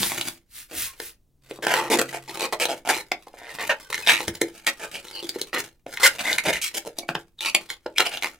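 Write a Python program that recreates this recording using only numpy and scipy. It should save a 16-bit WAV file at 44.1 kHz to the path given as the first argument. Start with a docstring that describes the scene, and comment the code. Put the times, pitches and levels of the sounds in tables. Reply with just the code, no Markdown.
"""Crisp snaps and swishes open the scene, then dry creaks, squeaks and thin tones over soft fingertip friction and low thuds.
A latex balloon is slid off a head, then twisted and pinched by hand in a small room, close to a stereo microphone.
Latex sticks and slips: each slip thumps the air chamber, rings the taut skin and snaps; runs of slips make creaks.
The swishes over hair are coloured noise; the thin tones are nearly pure, wavering sines, one of them a faint low hum.
The air in the tube rings on briefly, held bubbles lend their resonances, and the room answers."""
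import sys
import numpy as np
from scipy import signal
from scipy.fft import rfft, irfft, next_fast_len
from scipy.io import wavfile

SR = 44100
rng = np.random.default_rng(int(sys.argv[2]) if len(sys.argv) > 2 else 0)


def file_out(sig):
    """Save sig as 16-bit WAV at sys.argv[1]."""
    # one column per channel
    cols = np.atleast_2d(sig).T
    # limit, then scale
    lim = np.clip(cols, -1, 1)
    pcm = np.round(lim * 32767).astype(np.int16)
    wavfile.write(sys.argv[1], SR, pcm)


N = 369999
TIME = np.arange(N) / SR

# Colour of the still room. Each row: frequency in Hz, relative level in dB per Hz.
AIR_COLOUR = [(30, 14), (320, -5), (1500, -28), (16000, -26)]
# Decay of the room. Each row: frequency in Hz, t60 in seconds.
ROOM_DECAY = [(150, 0.27), (800, 0.17), (14000, 0.085)]
# Resonances of the air in the tube. Each row: frequency in Hz, relative level in dB, t60 in seconds.
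TUBE_MODES = [(338, 4, 0.27), (468, -1.5, 0.22), (881, -0.5, 0.047), (1442, -9.5, 0.034)]
# Low thuds of the hands on the balloon. Each row: start in seconds, pitch in Hz, level in dB.
HAND_THUDS = [(0.0, 201.5, -30.5), (4.276, 107, -31.5), (4.419, 113, -41), (6.47, 182, -29),
              (6.54, 58.3, -42), (7.09, 153, -36.5), (7.152, 148.5, -37.5)]
# Swishes over hair. Each row: loudest moment in seconds, half length in seconds, level in dB.
HAIR_SWISHES = [(0.029, 0.098, -21), (0.258, 0.073, -35.5), (0.587, 0.052, -35), (0.816, 0.063, -22.5),
                (1.05, 0.052, -33.5)]
# Colour of the swishes. Each row: frequency in Hz, relative level in dB per Hz.
SWISH_COLOUR = [(60, 3), (190, -14.5), (700, -28.5), (1800, -9), (7000, -10), (10000, -5.5), (16000, -3)]
# Short squeaks and one faint low hum. Each row: loudest moment in seconds, half length in seconds,
# centre pitch in Hz, level in dB.
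THIN_TONES = [(0.895, 0.03, 1086, -50), (2.05, 0.45, 134.4, -53), (2.355, 0.022, 1220, -44),
              (4.036, 0.01, 2510, -36), (4.862, 0.066, 1220, -49), (2.094, .006, 2000, -38),
              (3.868, .017, 1520, -52), (6.068, .01, 1450, -15), (7.033, .007, 2250, -42)]
# Holds of the hands, each closing off one bubble. Each row: start in seconds, end in seconds,
# centre chamber pitch in Hz, snap level in dB relative to the skin, relative level of creeping fingertips in dB.
HAND_HOLDS = [(0, 0.268, 1050, -3.5, -33.5), (0.682, 1.08, 416, -1.5, -53), (1.412, 1.669, 470, -5, -51.5),
              (1.666, 1.91, 860, -6.5, -42.5), (1.88, 2.117, 540, 1.5, -44.5), (2.12, 2.768, 744, -1, -47),
              (2.84, 2.978, 920, -2, -32.5), (3.06, 3.43, 710, -11.5, -57.5), (3.483, 3.71, 870, -17, -37),
              (3.773, 3.904, 750, -11, -47.5), (3.884, 4.285, 780, -8, -36), (4.27, 4.65, 380, 2, -44.5),
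              (4.673, 5.216, 613, -3.5, -45), (5.247, 5.457, 386, 4, -43.5),
              (5.521, 5.605, 606, -28, -32.5), (5.871, 6.01, 480, -9.5, -38), (6.014, 6.135, 810, 0, -34.5),
              (6.194, 6.393, 690, -4.5, -33.5), (6.415, 6.545, 570, -4, -35.5),
              (6.608, 7.03, 555, 6, -52.5), (7.062, 7.188, 710, -16, -49.5), (7.372, 7.71, 1004, -2.5, -48),
              (7.82, 7.9, 585, -20, -59), (7.95, 8.31, 1080, -6.5, -43)]
# Colour of the creeping fingertips. Each row: frequency in Hz, relative level in dB per Hz.
FINGER_COLOUR = [(120, -3.5), (350, -6.5), (900, -11.5), (2200, -8.5), (5000, -13), (15000, -13.5)]
# Lightly held bubbles ringing with the slips. Each row: start in seconds, end of the drive in seconds,
# centre resonance in Hz, level in dB.
BUBBLE_RINGS = [(1.669, 1.808, 952, -33.5), (1.759, 1.884, 351, -39), (1.882, 1.92, 476, -29),
                (1.916, 1.957, 357, -27), (2.273, 2.325, 2600, -53), (2.53, 2.533, 636, -20),
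                (2.687, 2.711, 723, -30.5), (3.35, 3.654, 1896, -45.5), (5.118, 5.206, 4460, -41),
                (5.137, 5.223, 2920, -41.5), (5.21, 5.273, 3400, -50), (6.247, 6.313, 2080, -29.5),
                (6.533, 6.58, 1990, -34.5), (6.606, 6.68, 2300, -37.5), (7.381, 7.41, 3750, -34),
                (7.95, 7.975, 2450, -35.5)]
# Single slips as a finger or a twist lets go. Each row: time in seconds, centre skin pitch in Hz,
# chamber level in dB, skin level in dB.
LONE_SLIPS = [(0.031, 3300, -22.5, -16.5), (0.119, 2000, -21.5, -24), (0.212, 3280, -29.5, -19),
              (1.001, 1800, -29.5, -28.5), (1.511, 2430, -25.5, -33), (1.589, 1010, -29, -61),
              (1.6684, 1560, -12.5, -14.5), (1.739, 1830, -16, -11.5), (1.9735, 1610, -27, -26),
              (2.0152, 1490, -18.5, -17.5), (2.146, 1330, -24.5, -41), (2.356, 2600, -31.5, -33),
              (2.3735, 2550, -31, -30), (2.398, 2590, -30, -28), (2.408, 2530, -26, -23.5),
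              (2.655, 3930, -19, -17.5), (2.875, 2750, -22, -26), (3.1181, 2230, -19, -15),
              (3.271, 1880, -34, -52), (3.34, 1830, -36.5, -70), (3.417, 2100, -36.5, -60),
              (3.928, 2100, -52, -19), (3.944, 2050, -34, -16.5), (3.9786, 1900, -44, -24.5),
              (4.0648, 2420, -50, -22), (4.0733, 3600, -20, -12.5), (4.205, 2330, -22.5, -23),
              (4.281, 2070, -20.5, -21.5), (4.416, 1980, -14, -17), (4.668, 2160, -32, -13),
              (4.674, 1940, -26.5, -17.5), (5.084, 3900, -67, -37), (5.2928, 4850, -32, -25.5),
              (5.36, 1830, -23, -60), (5.4153, 4340, -26.5, -25), (5.865, 2100, -25, -38),
              (5.973, 2000, -57, -21.5), (6.3297, 4260, -52, -15), (6.3842, 2170, -36, -12.5),
              (6.9867, 6040, -27, -27), (7.033, 2100, -33.5, -57.5), (7.0897, 1605, -21.5, -17),
              (7.152, 1720, -22, -17.5), (7.4596, 4320, -31, -22), (7.5488, 2200, -16, -8),
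              (7.7023, 2070, -54, -24.5), (7.862, 890, -21, -28.5), (7.983, 3610, -32, -9.5),
              (8.004, 2470, -14.5, -11), (8.173, 3200, -31, -23)]
# Twists that creak. Each row: start in seconds, end in seconds, middle rate in slips per second,
# centre skin pitch in Hz, chamber level in dB, skin level in dB, swell from start to end in dB, unevenness 0-1.
TWIST_CREAKS = [(0.712, 0.791, 145, 1810, -44, -48.5, -8, 0.11),
                (1.624, 1.658, 380, 1840, -34, -32.5, -4, 0.35),
                (1.681, 1.801, 220, 1850, -29.5, -26.5, 1, 0.33),
                (1.795, 1.891, 150, 1850, -33, -37.5, -7.5, 0.21),
                (1.901, 1.958, 260, 2200, -22, -26, 3, 0.16),
                (1.988, 1.997, 233, 1780, -19.5, -21.5, -1, .01),
                (2.128, 2.185, 200, 2000, -42.5, -40.5, -6.5, 0.26),
                (2.278, 2.314, 173, 2670, -42, -41.5, 1, 0.28),
                (2.417, 2.464, 230, 2340, -30, -31.5, 1, 0.34),
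                (2.525, 2.546, 178, 2260, -27.5, -30, -9, 0.14),
                (2.599, 2.645, 240, 2390, -31, -26, -2.5, 0.18),
                (2.687, 2.749, 139, 2900, -31.5, -37, -7.5, 0.16),
                (2.851, 2.884, 125, 2880, -37, -44, 6, 0.17),
                (2.888, 2.911, 420, 1750, -21.5, -20.5, 0, 0.17),
                (2.913, 3.012, 129, 2270, -35.5, -33.5, -14, 0.08),
                (3.371, 3.526, 136, 2060, -50, -46.5, 9.5, 0.2),
                (3.586, 3.654, 160, 2150, -37, -34.5, -1, 0.26),
                (3.694, 3.73, 520, 1640, -25, -22, -10, 0.03),
                (4.0792, 4.127, 212, 2110, -30, -15.5, -1, 0.14),
                (4.132, 4.196, 100, 2150, -50.5, -27, -11, 0.07),
                (4.675, 4.701, 225, 2170, -37, -24, -6.5, 0.07),
                (4.796, 4.858, 237, 1920, -42, -39, 4, 0.26),
                (4.942, 4.998, 143, 2800, -47, -39, -13, 0.24),
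                (5.13, 5.208, 104, 2800, -51.5, -48, 3.5, 0.09),
                (5.227, 5.257, 111, 3520, -36.5, -46.5, -5, 0.2),
                (5.53, 5.584, 171, 1740, -34, -29, 4, 0.17),
                (6.004, 6.045, 155, 1580, -38, -30.5, 4.5, 0.31),
                (6.0314, 6.057, 550, 2060, -25.5, -16, 0, 0.05),
                (6.058, 6.078, 750, 1880, -45.5, -15.5, -5.5, 0),
                (6.185, 6.22, 218, 2280, -39.5, -31.5, -2.5, 0.28),
                (6.238, 6.328, 300, 2000, -35.5, -30, 3, 0.24),
                (6.452, 6.508, 280, 2210, -27, -26.5, 1, 0.21),
                (6.527, 6.591, 244, 2320, -47, -31.5, -11, 0.27),
                (6.615, 6.69, 490, 2900, -85.5, -35, -6.5, 0.26),
                (6.74, 6.785, 450, 2980, -40.5, -35.5, 2, 0.37),
                (6.85, 6.876, 154, 3500, -35, -48, 7.5, 0.3),
                (7.407, 7.503, 177, 2760, -45, -32, 2.5, 0.24),
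                (7.69, 7.745, 185, 3760, -53.5, -43.5, -3, 0.22),
                (7.961, 7.988, 420, 2920, -68, -37.5, 6.5, 0.32),
                (7.996, 8.031, 454, 2500, -26, -26, -10.5, 0.3),
                (8.049, 8.073, 306, 2880, -33, -27, 9, 0.2),
                (8.11, 8.149, 390, 2750, -42.5, -35.5, 3, 0.26),
                (8.224, 8.273, 86, 2350, -34.5, -28, -6, 0.13)]


def undb(db):
    """Turn decibels into gain."""
    return 10 ** (np.asarray(db) / 20)


def unit(x):
    """Scale a sound to rms 1."""
    return x / np.sqrt(np.mean(x ** 2))


def band(x, lo_hz, hi_hz, order=2):
    """Band-pass a sound without looking ahead."""
    edges = [lo_hz, min(hi_hz, SR / 2 - 1000)]
    return signal.sosfilt(signal.butter(order, edges, "band", fs=SR, output="sos"), x)


def colour(x, points):
    """Multiply the spectrum by a curve through (Hz, dB) points, then scale to rms 1."""
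    hz, db = np.transpose(points)
    size = next_fast_len(N, real=True)
    bins = np.maximum(np.fft.rfftfreq(size, 1 / SR), 1)
    curve = undb(np.interp(np.log(bins), np.log(hz), db))
    return unit(irfft(rfft(x, size) * curve, size)[:N])


def add(out, sound, start_s):
    """Mix a sound in at a time."""
    i = max(int(start_s * SR), 0)
    out[i:i + len(sound)] += sound[:max(N - i, 0)]


def air(level_db=-63, side_db=-13):
    """Faint room noise, mostly a low rumble, with a weaker part opposite in the two channels."""
    mid, side = (undb(level_db) * colour(rng.standard_normal(N), AIR_COLOUR) for _ in range(2))
    return mid + undb(side_db) * side * np.array([[1], [-1]])


def echoes(early_db=-9, early_t60_s=0.088, late_db=-11, apart_hz=2200):
    """Scatter from body and desk, then the walls; the close ports hear mainly the treble differently."""
    t = np.arange(SR // 2) / SR
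    bins = np.fft.rfftfreq(len(t), 1 / SR)
    hz, t60 = np.transpose(ROOM_DECAY)
    mid, side = rfft(rng.standard_normal((2, len(t))))
    alike = np.exp(-(bins / apart_hz) ** 2)
    sides = np.array([[1], [-1]])
    field = mid * np.sqrt((1 + alike) / 2) + sides * side * np.sqrt((1 - alike) / 2)
    late = 0
    # crossfading bands, each with its own decay
    for share, decay in zip(np.eye(len(hz)), t60):
        weight = np.interp(np.log(bins + 1), np.log(hz), share)
        late = late + irfft(field * weight, len(t)) * np.exp(-np.log(1000) * t / decay)
    late = late * (t > .008)
    # the same noise reversed in time serves as a second, earlier pattern
    early = irfft(field, len(t))[:, ::-1] * np.exp(-np.log(1000) * t / early_t60_s) * (t > .001)
    return (undb(early_db) * unit(early) + undb(late_db) * unit(late)) / np.sqrt(len(t))


def room(x, left_lag=0.89, turns_per_s=0.3986):
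    """Direct sound and echoes; as the balloon turns, it throws its sound along other paths."""
    turn = 2 * np.pi * turns_per_s * TIME
    wet = 0
    for share in (np.cos(turn), np.sin(turn)):
        wet = wet + signal.oaconvolve((x * share)[None], echoes(), axes=1)[:, :N]
    # the left port lies a fraction of a sample further away
    size = next_fast_len(N, real=True)
    delay = np.exp(-2j * np.pi * np.fft.rfftfreq(size) * left_lag)
    left = irfft(rfft(x, size) * delay, size)[:N]
    return np.array([left, x]) + wet


def shifting(x, decay_s, low_hz, rate=14, size=512, count=6):
    """Short echoes whose paths keep changing as the balloon turns and bends."""
    lag = np.arange(size) / SR
    out = 0
    for _ in range(count):
        echo = band(rng.standard_normal(size) * lag * np.exp(-lag / decay_s), low_hz, SR, order=1)
        # each path glides between normal and flipped polarity, with a new draw rate times a second
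        share = np.interp(TIME * rate, np.arange(size), rng.choice([-1, 1], size))
        out = out + share * signal.oaconvolve(x, echo / np.linalg.norm(echo))[:N]
    return out / np.sqrt(count)


def ports(pair, side_db=-6):
    """Treble scatters off the moving hands, with opposite sign at the two ports."""
    scatter = shifting(pair[1], decay_s=0.00086, low_hz=3500)
    return pair + undb(side_db) * scatter * np.array([[1], [-1]])


def tube(x, ring_db=-2, low_hz=230):
    """The air column picks out its resonances and rings on; a thin balloon radiates little bass."""
    t = np.arange(SR // 2) / SR
    ring = 0
    for hz, db, t60 in TUBE_MODES:
        decay = np.log(1000) / t60
        mode = np.exp(-decay * t) * np.cos(2 * np.pi * hz * t)
        ring = ring + undb(db) * 2 * decay / SR * mode
    return band(x, low_hz, 11000, order=1) + undb(ring_db) * signal.fftconvolve(x, ring)[:N]


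def bumps(rise_s=0.0091, rough=0.61):
    """A hand knocks or shoves the whole balloon: a low sine and noise around it swell and die as a soft thud."""
    out = np.zeros(N)
    t = np.arange(SR // 4) / SR
    for start, hz, db in HAND_THUDS:
        rumble = unit(band(rng.standard_normal(len(t)), hz / 2, 2 * hz))
        sway = np.sin(2 * np.pi * hz * t) + rough * rumble
        add(out, undb(db) * t / rise_s * np.exp(1 - t / rise_s) * sway, start)
    return out


def slide(grain_db=3):
    """Hairs brush the latex: a dense, slightly grainy hiss that swells and fades with each swish."""
    # the grain level is redrawn every 20 samples
    grain_level = np.repeat(rng.standard_normal(N // 20 + 1), 20)[:N]
    grains = rng.standard_normal(N) * undb(grain_db * grain_level)
    speed = sum(undb(db) * np.exp(-((TIME - centre) / half) ** 2) for centre, half, db in HAIR_SWISHES)
    return speed * colour(grains, SWISH_COLOUR)


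def squeak(half, hz, db, waver, waver_rate=160, octave_db=-13):
    """An almost pure tone that swells, wavers, sags as much as it wavers, and dies."""
    t = np.arange(-2 * half, 2 * half, 1 / SR)
    drift = np.interp((t - t[0]) * waver_rate, np.arange(512), rng.standard_normal(512))
    phase = 2 * np.pi * np.cumsum(hz * np.exp(waver * (drift - t / half))) / SR
    voice = np.sqrt(2) * (np.sin(phase) + undb(octave_db) * np.sin(2 * phase))
    return undb(db) * np.exp(-(t / half) ** 2) * voice


def tones(waver=0.018, rough_s=0.021):
    """Thin tones; those with a half length above rough_s waver less in pitch the longer they are."""
    out = np.zeros(N)
    for centre, half, hz, db in THIN_TONES:
        add(out, squeak(half, hz, db, waver * min(rough_s / half, 1)), centre - 2 * half)
    return out


def pressure(attack_s=0.022, release_s=0.035):
    """The fingers close on the latex, hold, and ease off; the firmest hold counts."""
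    holds = []
    for start, end, _, _, db in HAND_HOLDS:
        closing = np.clip((TIME - start) / attack_s, 0, 1)
        easing = np.exp(-np.maximum(TIME - end, 0) / release_s)
        holds.append(undb(db) * closing * easing)
    return np.max(holds, axis=0)


def creep(gain_db=-2, rate=420, spread_db=4.5, smear_s=.0028, rub=0.017, grip_db=5, grip_rate=60):
    """Fingertips creep in tiny random slips over a soft rub, with an ever-changing grip."""
    size_db = spread_db * np.minimum(rng.exponential(size=N), 4)
    ticks = (rng.random(N) < rate / SR) * undb(size_db)
    # each tick fades over smear_s
    contact = signal.lfilter([1], [1, -np.exp(-1 / (smear_s * SR))], ticks) + rub
    grip = undb(grip_db * np.interp(TIME * grip_rate, np.arange(SR), rng.standard_normal(SR)))
    return undb(gain_db) * pressure() * grip * colour(contact * rng.standard_normal(N), FINGER_COLOUR)


def rings(friction, cycles=2.13, waver=.028, waver_rate=50, size=1024):
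    """Friction sets a bubble's resonance swinging for a few cycles; its pitch drifts as the fingers squeeze."""
    out = np.zeros(N)
    for start, end, hz, db in BUBBLE_RINGS:
        push = friction[int(start * SR):int(end * SR)]
        push = np.pad(push * signal.windows.tukey(len(push), .3), (0, size))
        drift = np.interp(TIME[:len(push)] * waver_rate, np.arange(size), rng.standard_normal(size))
        turn = np.exp(2j * np.pi * np.cumsum(hz * np.exp(waver * drift)) / SR)
        pole = np.exp(-hz / (cycles * SR))
        # smooth the push in a frame that turns with the drifting pitch, then turn it back
        swing = np.real(turn * signal.lfilter([1], np.poly([pole, pole]), push / turn))
        add(out, undb(db) * swing * np.sqrt((end - start) * SR / np.sum(swing ** 2)), start)
    return out


def grip_at(time_s):
    """Chamber pitch and relative snap level of the hold nearest to a moment."""
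    nearest = min(HAND_HOLDS, key=lambda grip: max(grip[0] - time_s, time_s - grip[1]))
    start, end, chamber_hz, snap_db, _ = nearest
    return chamber_hz, snap_db


def release(times, force, span_s, chamber_hz, skin_hz, levels_db, scatter, snap_s, chamber_cycles=0.72,
            skin_cycles=1.0, overtone=1.572, overtone_db=-7, flutter_db=-8, click=1.9, size=512, count=64):
    """Slips excite chamber, skin and snap; the three levels are rms over span_s."""
    t = np.arange(size) / SR
    chance = rng.standard_normal((2 * count, 3))[:len(times)]
    grit = rng.standard_normal((2 * count, 2, size))[:len(times)]
    # the grip shifts, so each slip meets a slightly different tension
    pitches = np.array([chamber_hz, skin_hz, skin_hz * overtone]) * np.exp(scatter * chance)
    # cycles elapsed, one row per slip
    low, high, upper = pitches.T[:, :, None] * t
    chamber = band(np.sin(2 * np.pi * low) * np.exp(-low / chamber_cycles), 170, 4300)
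    # the skin swings up within a cycle, rubber damps it fast, and it radiates little below its own pitch
    swing = high * np.exp(-high / skin_cycles)
    flutter = unit(band(grit[:, 0], 470, 5100))
    partials = np.sin(2 * np.pi * high) + undb(overtone_db) * np.sin(2 * np.pi * upper)
    skin = band(swing * (partials + undb(flutter_db) * flutter), 0.41 * skin_hz, 5300)
    # the contact tears loose with a click and a spray of tiny slips
    spray = grit[:, 1] * t / snap_s * np.exp(-t / snap_s)
    snap = band(spray - click * (t == 0), 4100, 16000)
    snap = signal.lfilter([1], [1, -.25], snap)
    place = ((times * SR).astype(int)[:, None] + np.arange(size)).ravel()
    out = 0
    for grains, db in zip((chamber, skin, snap), levels_db):
        train = np.bincount(place, (force[:, None] * grains).ravel())
        out = out + undb(db) * train * np.sqrt(span_s * SR / np.sum(train ** 2))
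    return out


def slips(span_s=0.0018, lead_s=0.0028, lead_db=-15, settle_s=0.0052, settle_db=-11):
    """Lone releases of built-up tension: the latex starts to give, lets go, and settles."""
    out = np.zeros(N)
    force = undb([lead_db, 0, settle_db])
    for start, skin_hz, chamber_db, skin_db in LONE_SLIPS:
        chamber_hz, snap_db = grip_at(start)
        levels_db = chamber_db, skin_db, skin_db + snap_db
        times = np.array([0, lead_s, lead_s + settle_s * (.5 + rng.random())])
        slip = release(times, force, span_s, chamber_hz, skin_hz, levels_db, chamber_cycles=0.61,
                       skin_cycles=0.89, scatter=0.01, flutter_db=-4.0, snap_s=0.00014, count=2)
        add(out, slip, start - lead_s)
    return out


def creaks(uneven_db=9, speed_up=.35, arch_db=3, stutter=3.05, crisp_s=.0003, fray_s=0.0013,
           scatter=.05, wander=0.43, count=96):
    """Stick-slip trains: harder pulls slip louder and faster; unsteady contact scatters and frays the snaps."""
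    out = np.zeros(N)
    for start, end, rate, skin_hz, chamber_db, skin_db, swell_db, uneven in TWIST_CREAKS:
        chamber_hz, snap_db = grip_at((start + end) / 2)
        levels_db = chamber_db, skin_db, skin_db + snap_db
        span = max(end - start, 1 / rate)
        timing, strength = rng.standard_normal((2, count))
        pull_db = swell_db * (np.minimum(np.arange(count) / (rate * span), 1) - .5)
        # seconds stuck before each next slip
        stuck = np.exp(uneven * timing) / (rate * undb(speed_up * pull_db))
        times = np.cumsum(stuck) - stuck
        # position from -1 at the start to 1 at the end
        along = np.minimum(2 * times / span - 1, 1)
        force = undb(swell_db * along / 2 - arch_db * along ** 2 + uneven_db * uneven * strength)
        # an unsteady contact catches again and gives a second slip, scaled by its unevenness
        times = np.append(times, times + stuck * rng.uniform(.2, 0.87, count))
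        force = np.append(force, force * stutter * uneven)
        keep = times < span
        train = release(times[keep], force[keep], span, chamber_hz, skin_hz, levels_db,
                        scatter=scatter + wander * uneven, snap_s=crisp_s + fray_s * uneven, count=count)
        add(out, train, start)
    return out


def scene():
    """Friction passes through the balloon and, with swishes, tones and thuds, into the room."""
    friction = creaks() + slips() + creep()
    # waves return from the twists, so each bubble lends its own shifting resonances
    returned = friction + undb(-4) * shifting(friction, decay_s=.0009, low_hz=350)
    balloon = tube(returned + slide()) + rings(friction)
    return ports(room(balloon + tones() + bumps())) + air()


def record(dry, top_hz=16000):
    """The recorder tops out at full scale and cuts the highest treble."""
    treble_cut = signal.ellip(8, .2, 70, top_hz, fs=SR, output="sos")
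    return signal.sosfilt(treble_cut, np.clip(dry, -1, 1))


dry = scene()
out = record(dry)
file_out(out)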